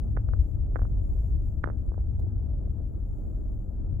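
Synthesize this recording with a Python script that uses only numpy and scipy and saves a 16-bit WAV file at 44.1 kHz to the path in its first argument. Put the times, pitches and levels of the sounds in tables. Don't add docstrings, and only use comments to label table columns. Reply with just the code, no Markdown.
import sys
import numpy as np
from scipy import signal
from scipy.fft import rfft, irfft
from scipy.io import wavfile
from scipy.ndimage import uniform_filter1d

SR = 44100
rng = np.random.default_rng(int(sys.argv[2]) if len(sys.argv) > 2 else 0)


def wav_record(signal):
    frames = np.transpose(np.atleast_2d(signal))
    bounded = np.clip(frames, -1, 1)
    quanta = np.round(bounded * 32767).astype(np.int16)
    wavfile.write(sys.argv[1], SR, quanta)


N = 176400


def undb(db):
    return 10 ** (np.asarray(db) / 20)


def unit(x):
    return x / np.sqrt(np.mean(x ** 2))


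def freqs():
    return np.arange(N // 2 + 1) * SR / N + 1e-6


def across(hz, values):
    return np.interp(np.log(freqs()), np.log(hz), values)


def white():
    return rfft(rng.standard_normal(N))


def noise(response):
    return unit(irfft(white() * response, N))


def resonance(hz, width_hz):
    f = freqs()
    return 1 / (1 + 1j * (f * f - hz * hz) / (f * width_hz))


def below(edge_hz):
    return 1 / (1 + (freqs() / edge_hz) ** 8)


def wander(per_s):
    hold = int(SR / per_s)
    steps = np.repeat(rng.standard_normal(N // hold + 1), hold)
    return unit(uniform_filter1d(steps, hold)[:N])


def steady(x):
    running_power = uniform_filter1d(np.mean(x ** 2, axis=0), size=6000)
    return x / np.sqrt(running_power) * np.sqrt(np.mean(x ** 2))


def impulses(per_s):
    return (rng.random(N) < per_s / SR) * rng.standard_normal(N)


def add(out, sound, start_s):
    i = max(int(start_s * SR), 0)
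    out[i:i + len(sound)] += sound[:N - i]


def road_noise(t):
    # frequency_hz, left_relative_db, right_relative_db
    spectrum = [(13.7, -60, -64.5), (28, -49.5, -51.5), (42.7, -43, -37.5), (61.6, -42.5, -48),
                (65, -42, -49.5), (95.7, -44.5, -51), (140.4, -56.5, -58), (157.6, -66.5, -65),
                (200, -65, -66.5), (250, -64.5, -76.5), (287, -65.5, -77.5), (454, -77.5, -84.5),
                (503, -78, -92.5), (642, -77.5, -94.5), (793, -92.5, -103), (769, -82, -99.1),
                (1085, -100.2, -106.4), (1185, -98, -105.6), (1546, -104.6, -115.4), (1910, -117.7, -119.8),
                (2500, -122.0, -124.8), (5000, -126.0, -128.5)]
    # frequency_hz, correlation
    likeness = [(30, .9), (70, .85), (120, 0.46), (300, 0.66), (550, 0.019), (900, 0)]
    # time_s, rumble_relative_db, boom_relative_db
    shaking = [(0.02, -32.5, -32.5), (0.42, -25.5, -27), (0.44, -31, -38.5), (0.55, -34, -28),
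               (0.85, -26.5, -32.5), (0.99, -29, -28.5), (1.16, -24, -41.5), (1.29, -37, -27),
               (1.34, -24, -31), (1.6, -43, -30.5), (1.81, -32.5, -36), (1.88, -29.5, -36.5),
               (2.09, -33.5, -28), (3.2, -33.5, -37.5), (3.5, -31, -36.5), (3.71, -38.5, -37.5),
               (3.84, -31.5, -35.5), (3.93, -36.5, -28)]
    rumble_top_hz, boom_top_hz = 58.5, 160
    flutter_db, easing_db_per_s = 2, 0.25
    hz, left_db, right_db = np.array(spectrum).T
    correlation = across(*np.array(likeness).T)
    mid, side = white() * np.sqrt(1 + correlation), white() * np.sqrt(1 - correlation)
    left = (mid + side) * undb(across(hz, left_db))
    right = (mid - side) * undb(across(hz, right_db))
    cabin = np.array([left, right])
    cabin = cabin * below(5500) / np.sqrt(np.mean(irfft(cabin, N) ** 2))
    time_s, rumble_db, boom_db = np.array(shaking).T
    rumble = steady(irfft(cabin * below(rumble_top_hz), N))
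    rumble *= unit(undb(np.interp(t, time_s, rumble_db)))
    boom = steady(irfft(cabin * (below(boom_top_hz) - below(rumble_top_hz)), N))
    boom *= unit(undb(np.interp(t, time_s, boom_db)))
    tyres = irfft(cabin * (1 - below(boom_top_hz)), N)
    tyres *= undb(-flutter_db * np.tanh(wander(per_s=22)) - easing_db_per_s * (t - t.mean()))
    return undb(-27) * (rumble + undb(-1) * boom + tyres)


def drones():
    # pitch_hz, width_hz, left_level_db
    bands = [(25.4, 4.4, -41.5), (47.04, 9, -39), (68.8, 3.1, -42), (186.8, 3.2, -52), (313.9, 18, -59),
             (642, 8.3, -70.5), (809.5, 23, -76.5), (1288, 110, -81), (1594, 33, -88.5)]
    hum = sum(undb(db) * noise(resonance(hz, width) ** 2) for hz, width, db in bands)
    return np.array([hum, hum * undb(-5.5)])


def hiss(t):
    # frequency_hz, relative_db
    spectrum = [(2200, -115.0), (3200, -122.6), (5300, -125.7), (6400, -115.6), (7300, -110.7),
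                (8100, -116.9), (9300, -134.9), (10600, -122.1), (11800, -110.9), (13500, -116.7),
                (15500, -120.8)]
    # time_s, relative_db
    envelope = [(0.03, -82), (0.33, -85), (0.41, -80), (0.5, -79.5), (0.58, -86.5), (0.72, -84.5),
                (0.82, -80), (0.97, -84.1), (1.05, -79), (1.28, -77.5), (1.35, -83), (1.46, -78.5),
                (1.62, -85.5), (2.1, -85.5), (2.5, -86.5), (3.0, -85), (3.17, -81), (3.4, -83),
                (3.6, -83.5), (3.85, -88)]
    # pitch_hz, width_hz, level_re_hiss_db
    ring_bands = [(2160, 80, -19.5), (4660, 70, -24.5), (6440, 90, -23.5), (7200, 140, -14.5),
                  (11500, 120, -15)]
    # start_s, left_level_db
    scuff_events = [(1.858, -73), (2.002, -70.5), (2.193, -61.5)]
    waver_db, scuff_rise_s = 3, 0.0037
    colour = undb(across(*np.array(spectrum).T)) * (1 - below(2400))
    swell = undb(np.interp(t, *np.array(envelope).T) + 7)
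    air = np.array([noise(colour) for _ in range(2)])
    rings = sum(undb(db + waver_db * wander(per_s=6.4)) * noise(resonance(hz, width) ** 2)
                for hz, width, db in ring_bands)
    scuff_envelope = np.zeros(N)
    for start_s, db in scuff_events:
        add(scuff_envelope, undb(db) * t / scuff_rise_s * np.exp(1 - t / scuff_rise_s), start_s)
    scuffs = scuff_envelope * noise(np.sqrt(colour))
    scuff_ring = scuff_envelope * noise(resonance(hz=4000, width_hz=510))
    left, right = (air + rings) * swell + scuffs
    return np.array([left, undb(-19.5) * right + undb(-15) * scuff_ring])


def bumps(t):
    # start_s, left_peak_db
    thuds = [(0.107, -16.5), (0.39, -15), (0.74, -14), (.819, -16), (0.926, -21), (1.173, -19.5),
             (1.334, -18.5), (1.771, -19.5), (2.186, -18.5), (2.532, -17.5)]
    pitch_hz, rise_s = 66, 0.008
    out, age = np.zeros(N), t[:SR // 5]
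    envelope = age / rise_s * np.exp(1 - age / rise_s)
    thud = -envelope * np.sin(2 * np.pi * pitch_hz * age)
    for start_s, db in thuds:
        add(out, undb(db) * thud, start_s)
    return np.array([out, out * undb(-4.5)])


def tick(bright_hz, body_db, crack_db=-90):
    # pitch_hz, width_hz, relative_db
    mount_modes = [(248.4, 250, -8.5), (1380, 700, -9)]
    modes = sum(undb(db) * resonance(hz, width) for hz, width, db in mount_modes)
    hollow_body = undb(body_db) * resonance(hz=472, width_hz=280)
    ring = irfft(modes + hollow_body, N)[:1024]
    ring = signal.sosfilt(signal.butter(6, bright_hz, fs=SR, output="sos"), ring)
    ring = signal.sosfilt(signal.butter(2, 135, "hp", fs=SR, output="sos"), ring)
    crack = irfft(resonance(hz=2860, width_hz=2300) ** 4, N)[:1024]
    return ring / np.abs(signal.hilbert(ring)).max() + undb(crack_db) * crack / np.abs(crack).max()


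def rattle(t):
    # peak_time_s, ring_peak_db, brightness_hz, body_mode_relative_db
    impacts = [(0.1681, -27, 1600, -23), (0.1728, -18.5, 1650, 2.5), (0.289, -29, 1400, -4),
               (0.3362, -23.5, 1450, -5.5), (0.3458, -37, 1200, -8.5), (0.755, -39.5, 1600, -11.5),
               (0.759, -14.5, 1650, 0.5), (.765, -22.5, 1600, -10), (0.7695, -50, 1300, 1.5),
               (.7904, -33.5, 1300, -8), (0.7931, -26, 1400, -0.5), (0.8193, -25.5, 1350, -3),
               (0.8352, -36, 1050, -8.5), (0.8529, -29.5, 1200, -9), (1.6381, -23.5, 1800, -12),
               (1.6415, -10, 1700, -26), (1.66, -26.5, 1400, -5), (1.6703, -41, 1300, -9),
               (1.6752, -19.5, 1400, 0), (1.6885, -25.5, 1300, -5.5), (1.6937, -42, 1250, -14),
               (1.7009, -23.5, 1450, -2), (1.7123, -39.5, 1300, 4.5), (1.9194, -30.5, 1100, 7),
               (1.9433, -33.5, 1300, 1), (1.98, -27, 850, 9), (2.196, -33, 950, 16.5),
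               (2.2356, -38, 800, 10), (2.2675, -38, 800, 3), (2.6777, -38, 750, 4),
               (2.8034, -35, 750, 3.5)]
    chatter_decay_s, left_leak_db = 0.016, -40.5
    ticks, shaken = np.zeros(N), np.zeros(N)
    for time_s, db, bright_hz, body_db in impacts:
        impact = tick(bright_hz, body_db, crack_db=-5.5 + 2.6 * db)
        rise_s = np.abs(signal.hilbert(impact)).argmax() / SR
        add(ticks, undb(db) * impact, time_s - rise_s)
        add(shaken, undb(db) * np.exp(-t[:SR // 4] / chatter_decay_s), time_s)
    chatter_force = impulses(per_s=1200) * np.minimum(shaken, undb(-12)) * undb(-29.5)
    chatter = signal.fftconvolve(chatter_force, tick(bright_hz=1600, body_db=-5))[:N]
    tap_force = impulses(per_s=14) * undb(-51)
    taps = signal.fftconvolve(tap_force, tick(bright_hz=850, body_db=3.5))[:N]
    right = ticks + chatter + taps
    return np.array([right * undb(left_leak_db), right])


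def scene():
    t = np.arange(N) / SR
    return road_noise(t) + drones() + bumps(t) + rattle(t) + hiss(t)


def record(dry):
    low_hz, top_hz = 14, 15700
    dry = signal.sosfilt(signal.butter(2, low_hz, "hp", fs=SR, output="sos"), dry)
    return signal.sosfilt(signal.ellip(10, .2, 70, top_hz, fs=SR, output="sos"), dry)


dry = scene()
out = record(dry)
wav_record(out)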